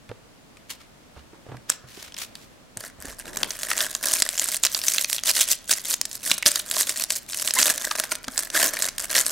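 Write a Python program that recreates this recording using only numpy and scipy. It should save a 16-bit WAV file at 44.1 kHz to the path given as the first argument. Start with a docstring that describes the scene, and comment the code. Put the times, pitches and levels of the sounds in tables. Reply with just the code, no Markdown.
"""Hands put down a card, pick up a small foil packet of cards, then crinkle and tear it close to a camera.
Throughout, filtered noise and a very low hum make a quiet room; damped low bursts are hands on the table.
Early strokes are bands of friction noise; then squeezes drive thousands of tiny rings, a dense crackle.
Single creases snap as short rings with a crack, the card stack resonates dully, and late on the foil chirps."""
import sys
import numpy as np
from scipy import signal
from scipy.fft import rfft, irfft, next_fast_len
from scipy.io import wavfile
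from scipy.ndimage import uniform_filter1d, map_coordinates

SR = 44100
rng = np.random.default_rng(int(sys.argv[2]) if len(sys.argv) > 2 else 0)


def makeup_ratio(level_db):
    """Linear amplitude ratio for a level in decibels (20 dB per factor of ten)."""
    decades = np.asarray(level_db, float) / 20
    return 10 ** decades


def materialize(psi):
    """Save the field psi as 16-bit PCM at rate SR to the path in sys.argv[1].

    A 1-D psi becomes a single channel; in a 2-D psi each row is a channel.
    """
    bounded = np.clip(np.atleast_2d(psi).T, -1, 1)
    quanta = np.round(bounded * 32767).astype(np.int16)
    wavfile.write(sys.argv[1], SR, quanta)


N = 410571  # length in samples


def unit(x):
    """Normalisation: scales a signal to an rms of 1."""
    return x / np.sqrt(np.mean(x ** 2) + 1e-20)


def along(points, hz):
    """Interpolation on a logarithmic frequency axis, through points of (Hz, value)."""
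    f, v = np.transpose(points)
    return np.interp(np.log(hz + 1), np.log(f + 1), v)


def wobble(rate):
    """Band-limited random modulation: a smooth curve through rate random knots a second."""
    knots = rng.standard_normal(int(N * rate / SR) + 4)
    return map_coordinates(knots, [np.arange(N) * rate / SR])


def filtered(x, response):
    """Linear filtering: the spectrum of x times a complex response of frequency."""
    m = next_fast_len(N + SR // 2)
    return irfft(rfft(x, m) * response(np.fft.rfftfreq(m, 1 / SR)), m)[..., :N]


def grains(s, gain, hz, turns, crack, size, lag=0, level=False):
    """Impulsive excitation of damped oscillators: each rings at hz from s seconds, with a burst of noise.

    The ring decays by 1/e in that many turns; lag is the last port's delay in samples; level sets peaks to 1."""
    t = np.arange(size) / SR
    fade = np.exp(-t * hz[:, None] / turns)
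    phase = 2 * np.pi * hz[:, None] * t
    noise = uniform_filter1d(rng.standard_normal((len(s), size)), size=3, axis=1)
    burst = crack * fade ** 2 * noise * np.cos(phase)  # the crack keeps the colour of its ring
    shape = fade * np.sin(phase) + burst
    if level:
        shape = shape / np.abs(shape).max(axis=1)[:, None]
    out = []
    for port, g in enumerate(gain):
        first = np.round(s * SR + port * lag).astype(int)
        where = first[:, None] + np.arange(size)
        out.append(np.bincount(np.abs(where).ravel(), (g[:, None] * shape).ravel(), N + 2 * size)[:N])
    return np.array(out)


def panned(db, spread_db, chance):
    """Intensity panning: left and right gains of creases scattered over the packet."""
    difference_db = spread_db * chance - .9
    return makeup_ratio(db + np.array([[.5], [-.5]]) * difference_db)


BUILD_DB = 4  # tension grows during a squeeze or stroke, which ends this much louder than it began


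def effort(start, length, db, rise, fall, t):
    """Exponential envelope: swells before start, builds to db over the length, dies away; slopes in dB/s."""
    build_db = BUILD_DB * (np.clip((t - start) / length, 0, 1) - 1)
    swell_db = -rise * np.clip(start - t, 0, 1)
    decay_db = -fall * np.clip(t - start - length, 0, 1)
    return makeup_ratio(db + build_db + swell_db + decay_db)


# Low hum. Each row: time in seconds, level in dB before the offset of each side.
HUM_LEVEL = [(2.4, -78.5), (3.2, -54.5), (7.4, -66.5), (8.3, -56)]
# Colour of room murmur and camera hiss. Each row: frequency in Hz, relative spectral weight in dB.
AIR_COLOUR = [(12, -31), (20, -2.5), (177, -3.5), (248, -1.5), (388, -8.5), (624, -7), (759, -10.5),
              (7950, -23), (16000, -33)]
AIR_DB = -51  # mean rms level


def air():
    """Stationary coloured noise of room and camera, plus a slowly modulated hum, stronger on the right."""
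    noise = 0.047 * rng.standard_normal(N) + rng.standard_normal((2, N))
    shared_bass = filtered(rng.standard_normal(N), lambda f: 0.71 / (1 + f / 300))
    noise += shared_bass * makeup_ratio([[-2.5], [2.5]])
    hiss = unit(filtered(noise, lambda f: makeup_ratio(along(AIR_COLOUR, f))))
    t = np.arange(N) / SR
    hum_db = np.interp(t, *np.transpose(HUM_LEVEL)) + np.array([[-.5], [6]])
    hum = makeup_ratio(hum_db) * np.sin(2 * np.pi * 31 * t)
    return makeup_ratio(AIR_DB + .7 * wobble(3)) * hiss + hum


# Reverberation. Each row: frequency in Hz, time to decay by 60 dB in seconds, side share of the tail.
ROOM_DECAY = [(300, 0.81, 0.9), (1520, 0.69, 0.046), (12200, 0.078, 1)]


def room(x):
    """Reverberation as convolution with decaying noise; each third of a second finds a new tail."""
    out, hop = np.zeros((2, N + SR)), SR // 3
    predelay = 90  # samples
    bands, t60, share = np.transpose(ROOM_DECAY)
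    for start in range(0, N, hop):
        hz, t, z = signal.stft(rng.standard_normal((2, SR // 3)), SR, nperseg=256)
        z = z * makeup_ratio(-60 * t / along(np.c_[bands, t60], hz)[:, None])
        side = z[1] * along(np.c_[bands, share], hz)[:, None]  # least at middle pitches
        tail = signal.istft(np.array([z[0] + side, z[0] - side]), SR, nperseg=256)[1]
        wet = signal.fftconvolve(x[None, start:start + hop], tail / np.linalg.norm(tail[0]), axes=1)
        begin = start + predelay
        out[:, begin:begin + wet.shape[1]] += wet
    return out[:, :N]


# Hands bumping the table and gripping the packet.
# Each row: start in seconds, drive in dB before panning and filtering, ring in Hz.
BUMP_EVENTS = [(0.095, -34.5, 113), (0.114, -24, 477), (1.164, -39.5, 71.4), (1.332, -38.5, 342),
               (1.465, -35, 530), (1.487, -34.5, 121), (1.517, -30.5, 123), (1.543, -35, 128),
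               (1.84, -41, 126), (1.975, -35, 416), (2.768, -37, 108.3), (2.986, -44, 70.8),
               (3.047, -32.5, 260.6), (3.074, -38, 50.14), (6.31, -34.5, 198.9), (6.458, -24, 299.1),
               (8.279, -27, 258)]


def bumps():
    """Heavily damped impact: soft low pushes that die within a few cycles, stronger on the right."""
    s, db, hz = np.transpose(BUMP_EVENTS)
    gain = makeup_ratio(db + np.array([[-1.5], [1.5]]))
    soft = grains(s, gain, hz, turns=2.6, crack=5.9, size=3000)
    return filtered(soft, lambda f: 1j * f / (40 + 1j * f) / (1 + 1j * f / 900) ** 2)


# Fingers and cards sliding.
# Each row: start in seconds, length in seconds, level in dB reached at the end, upper band limit in Hz.
STROKE_EVENTS = [(0.704, 0.0068, -31, 7200), (0.806, 0.0042, -44.5, 4600), (1.159, 0.041, -53.5, 3020),
                 (1.33, .03, -52, 900), (1.463, 0.073, -50.5, 900), (1.697, 0.024, -33, 6060),
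                 (1.881, 0.17, -45, 7000), (1.969, 0.12, -46, 5230), (2.184, 0.045, -31, 8200),
                 (2.354, 0.09, -51.5, 7400), (3.25, .22, -40.5, 601)]
TOUCH_DB_PER_S, LIFT_DB_PER_S = 1205, 521  # how fast a stroke starts and dies


def brush():
    """Sliding friction as band-limited noise: skin and card faces rub softly, with a slight grain."""
    out, grain = np.zeros((2, N)), makeup_ratio(2.96 * wobble(250))
    for start, length, db, top_hz in STROKE_EVENTS:
        near = slice(round((start - .1) * SR), round((start + .5) * SR))
        t = np.arange(N)[near] / SR
        noise = rng.standard_normal(len(t)) + 1.04 * rng.standard_normal((2, len(t)))
        noise = noise * grain[near]
        f = np.fft.rfftfreq(len(t), 1 / SR)
        band = 1j * f / (0.35 * top_hz + 1j * f) / (1 + 1j * f / top_hz) ** 2
        friction = irfft(rfft(noise) * band, len(t))
        out[:, near] += effort(start, length, db, TOUCH_DB_PER_S, LIFT_DB_PER_S, t) * unit(friction)
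    return out


# One chirp. The row: start in seconds, end in seconds, first pitch in Hz, pitch from halfway on in Hz,
# level of the fundamental in dB.
CHIRP = (7.562, 7.588, 850, 1050, -25)


def squeak():
    """Stick-slip oscillation of a fingertip on the foil: a brief rising chirp with its octave."""
    start, end, low_hz, high_hz, db = CHIRP
    t = np.arange(N) / SR
    pitch = np.interp(t, [start, (start + end) / 2], [low_hz, high_hz])
    pitch = pitch * (1 + 0.02446 * wobble(300))
    phase = 2 * np.pi * np.cumsum(pitch) / SR
    swell = np.sin(np.pi * np.clip((t - start) / (end - start), 0, 1)) ** .5
    return makeup_ratio(db) * swell * (np.sin(phase) + 1.15 * np.sin(2 * phase))


# Modes of the packet and its cards. Each row: centre in Hz, bandwidth in Hz, gain in dB.
STACK_MODES = [(257, 112, -2), (624.5, 90, 6.5), (1028, 212, -0.5), (1730, 265, 8.5)]


def stack(f):
    """Modal response: a sum of causal second-order resonances of alternating sign."""
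    total = 0
    for k, (centre, width, db) in enumerate(STACK_MODES):
        mode = 1j * f * width / (centre ** 2 - f * f + 1j * f * width)
        total = total + (-1) ** k * makeup_ratio(db) * mode
    return total


# How much the packet's body is driven. Each row: time in seconds, level in dB against the bright sound.
BODY_DRIVE = [(2.5, -2), (3.3, -2.5), (4.2, -8.5), (5.5, -15), (6.5, -9), (7.3, -13), (7.7, -5.5),
              (8.3, -4), (8.7, -3.5), (9.3, -7)]
# Radiation of the foil. Each row: frequency in Hz, relative spectral weight in dB.
FOIL_COLOUR = [(1060, -37.5), (1800, -4), (2260, -12), (8060, 1), (14200, -0.5), (16000, -8)]
# Fingers squeeze and pull the foil.
# Each row: start in seconds, length in seconds, crackle level in dB reached at the end.
SQUEEZE_EVENTS = [(2.804, 0.064, -35.5), (3, 0.062, -42.5), (3.046, 0.073, -36.5), (3.188, 0.015, -35),
                  (3.254, 0.039, -40.5), (3.337, 0.11, -40.5), (3.498, 0.17, -36.5), (3.69, 0.026, -28),
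                  (3.767, 0.094, -29), (3.899, 0.063, -37.5), (4.03, 0.17, -26), (4.253, 0.12, -34.5),
                  (4.375, 0.18, -31.5), (4.636, 0.018, -28.5), (4.714, 0.07, -29.5), (4.84, 0.075, -27.5),
                  (4.933, 0.086, -27), (5.091, 0.068, -29.5), (5.263, 0.034, -21), (5.349, 0.078, -23),
                  (5.484, 0.039, -22), (5.697, .025, -22), (5.766, 0.014, -29.5), (5.855, 0.079, -28),
                  (6.119, 0.031, -36), (6.239, 0.095, -28.5), (6.468, 0.0064, -18.5), (6.492, 0.11, -30.5),
                  (6.662, 0.062, -36.5), (6.745, 0.079, -23.5), (6.871, 0.03, -25), (6.96, 0.061, -29.5),
                  (7.102, 0.065, -29), (7.291, 0.13, -31), (7.455, 0.026, -24), (7.554, 0.15, -22.5),
                  (7.714, 0.16, -34), (7.904, 0.14, -35), (8.112, 0.0039, -27.5), (8.336, 0.11, -34),
                  (8.543, 0.13, -21.5), (8.702, 0.067, -33.5), (8.792, 0.067, -27.5), (9, 0.05, -31.5),
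                  (9.108, 0.094, -23), (9.258, 0.065, -29)]
GRIP_DB_PER_S, EASE_DB_PER_S = 913, 516  # how fast a squeeze swells and how fast the foil settles
HELD_S, HELD_DB = 3.3, -51  # from then on the packet never rests quite still
DENSER = 0.4  # a soft touch mostly slides; creases crowd as this power of the grip
CLUMP_DB = 2  # neighbouring creases share their size


def crackle(count=5000):
    """Crackling noise as a random point process: small creases in clumps, over the hiss of sliding foil."""
    t = np.arange(N) / SR
    start, length, db = np.transpose(SQUEEZE_EVENTS)[..., None]
    coarse = t[::SR // 1000]  # about every millisecond
    work = effort(start, length, db, GRIP_DB_PER_S, EASE_DB_PER_S, coarse).max(axis=0)
    work = np.interp(t, coarse, work + makeup_ratio(HELD_DB) * (coarse > HELD_S))

    # the grip sets how likely a crease is at each moment
    draw, load = rng.standard_normal((count, 3)), np.cumsum(work ** DENSER)
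    spot = np.interp(rng.random(count), load / load[-1], np.arange(N) / N)
    size_db = 6.3 * np.minimum(draw[:, 2], 2.2) + CLUMP_DB * wobble(90)[(spot * N).astype(int)]
    hz = np.clip(6000 * np.exp(0.6215 * draw[:, 0]), 800, 16000)
    gain = panned(size_db, 2.0, draw[:, 1])
    creases = grains(spot * N / SR, gain, hz, turns=5.7, crack=2.63, size=160, lag=.5 * draw[:, 1])

    noise = rng.standard_normal(N) + 0.22 * rng.standard_normal((2, N))
    sliding = makeup_ratio(-6.5 + 3.69 * wobble(44)) * uniform_filter1d(noise, size=3)
    rough = unit(creases) + sliding
    bright = unit(filtered(rough, lambda f: makeup_ratio(along(FOIL_COLOUR, f))))
    dull = unit(filtered(rough.mean(axis=0), stack))
    return work * (bright + makeup_ratio(np.interp(t, *np.transpose(BODY_DRIVE))) * dull)


# Creases and card edges that snap clearly.
# Each row: start in seconds, peak in dB before panning and filtering, ring in Hz.
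SNAP_EVENTS = [(0.0918, -30.5, 2380), (0.5705, -32.5, 2400), (1.5687, -29, 1650), (1.6963, -4.5, 6700),
               (1.7003, 4, 7480), (2.027, -16.5, 7200), (2.122, -27, 3100), (2.143, -22, 5300),
               (2.1663, -19.5, 3220), (2.186, -14, 6700), (2.354, -21.5, 4580), (2.7721, -10.5, 9100),
               (3.3709, -1, 7590), (3.4317, -0.5, 3428), (3.5064, -7.5, 6273), (3.59, -15, 7670),
               (3.6332, -5, 7990), (3.714, -3, 2000), (3.7788, -4, 7700), (3.8062, -3, 3547),
               (3.9503, -4.5, 6972), (4.1365, 5.5, 9590), (4.2014, -1, 9290), (4.222, 7.5, 7806),
               (4.29, -4, 7430), (4.378, -2.5, 7595), (4.3961, 0, 6790), (4.4422, -2, 8170),
               (4.487, -5, 8306), (4.5446, -2.5, 9100), (4.5674, -2, 8930), (4.636, 3.5, 6690),
               (4.6507, 3.5, 7300), (4.666, 1, 6780), (4.7476, -1.5, 4477), (4.816, -12.5, 5288),
               (4.8731, -5, 7145), (4.8831, 1, 6160), (4.9198, -6, 5770), (4.9824, -1.5, 4100),
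               (5.0452, -1.5, 6000), (5.099, -2.5, 11310), (5.1298, 1.5, 8640), (5.1824, -6.5, 3427),
               (5.2358, -5.5, 6690), (5.2592, -11, 6012), (5.2938, 1.5, 6138), (5.3062, -3.5, 4704),
               (5.3666, -3, 4039), (5.3916, -4, 8515), (5.4097, 2, 7800), (5.4153, 1.5, 6090),
               (5.7149, 2, 7800), (5.7358, -1, 6460), (5.9032, -4.5, 10610), (5.9402, 0.5, 6930),
               (6.0135, 2, 7480), (6.0538, -4, 7990), (6.114, -14, 7290), (6.2766, -3, 10300),
               (6.3149, 5, 3923), (6.3806, -2.5, 8147), (6.4257, -4.5, 2266), (6.4611, 9, 4990),
               (6.5164, 0.5, 8160), (6.5578, 1.5, 6805), (6.5977, -9.5, 4099), (6.7129, -0.5, 7350),
               (6.8101, -2, 7214), (6.8949, -1.5, 8100), (7.0384, -0.5, 9690), (7.105, -1, 7207),
               (7.3323, -9.5, 5026), (7.4244, -4, 7695), (7.4759, -2.5, 3790), (7.5077, -2, 5206),
               (7.538, 1, 10510), (7.6004, -2, 6030), (7.628, 6, 6467), (7.7783, -7, 7058),
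               (7.8511, -5, 7790), (7.9119, -5, 1180), (7.9991, 3.5, 10370), (8.0373, -9.5, 1569),
               (8.118, -7, 1456), (8.1538, -9, 8910), (8.243, -16, 4600), (8.2819, -12, 1601),
               (8.378, 1.5, 7620), (8.391, -1.5, 8395), (8.502, -11.5, 6106), (8.769, -8, 2139),
               (8.8231, 2.5, 8046), (8.887, -6, 6078), (8.982, -4, 8620), (9.0015, -7, 7690),
               (9.1537, -2, 1920), (9.1799, 4, 5580), (9.1887, 2, 11290), (9.2035, 0.5, 9190),
               (9.2645, 1.5, 8000)]


def snaps():
    """Snap-through buckling: a crease flips with a ring and crack, weaker slips, and a knock into the cards."""
    s, db, hz = np.transpose(SNAP_EVENTS)
    draw = rng.standard_normal((len(s), 7))
    place = draw[:, 0]
    bright = grains(s, panned(db, 2.6, place), hz, turns=5.04, crack=2.65, size=300,
                    lag=0.25 * place, level=True)
    for k in range(3):  # neighbouring creases give way within a few ms afterwards
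        late = 0.001 + 0.002 * np.abs(draw[:, 1 + k])
        slip_hz = hz * np.exp(.3 * draw[:, 4 + k])
        bright += grains(s + late, panned(db - 10, 1.1, place), slip_hz, turns=2.9, crack=1.1, size=300,
                         lag=0.38 * place)
    knock_db = db + np.interp(s, *np.transpose(BODY_DRIVE)) - 10
    knock = grains(s, [makeup_ratio(knock_db)], np.full(len(s), 1500.), turns=0.33, crack=1.8, size=100)
    bright = filtered(bright, lambda f: (1j * f / (1300 + 1j * f)) ** 2 / (1 + (f / 14000) ** 4))
    return bright + filtered(knock, stack)


# Phase between the camera's two ports. Each row: frequency in Hz, lead of the left port in radians.
PORT_PHASE = [(300, 0.44), (2500, 0.018), (9000, 0.074), (13000, 0.63)]


def scene():
    """Superposition: direct sound with a phase lead on the left, its reverberation, and the air."""
    near = snaps() + crackle() + brush() + squeak() + bumps()
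    near = filtered(near, lambda f: np.exp(.5j * along(PORT_PHASE, f) * np.array([[1], [-1]])))
    return near + makeup_ratio(-16.5) * room(near.mean(axis=0)) + air()


def roll_off(x):
    """The treble ends steeply here."""
    return signal.sosfilt(signal.butter(12, 16450, fs=SR, output="sos"), x)


def record(dry):
    """Saturation and band limiting: the loudest snaps clip; deepest bass and highest treble are lost."""
    clipped = dry / (1 + np.abs(dry) ** 8) ** (1 / 8)

    def band(f):
        treble = np.where(f < 15800, 1, .08 * (f < 16450))
        return treble * f / (f + 10)

    return roll_off(filtered(clipped, band))


dry = scene()
out = record(dry)
materialize(out)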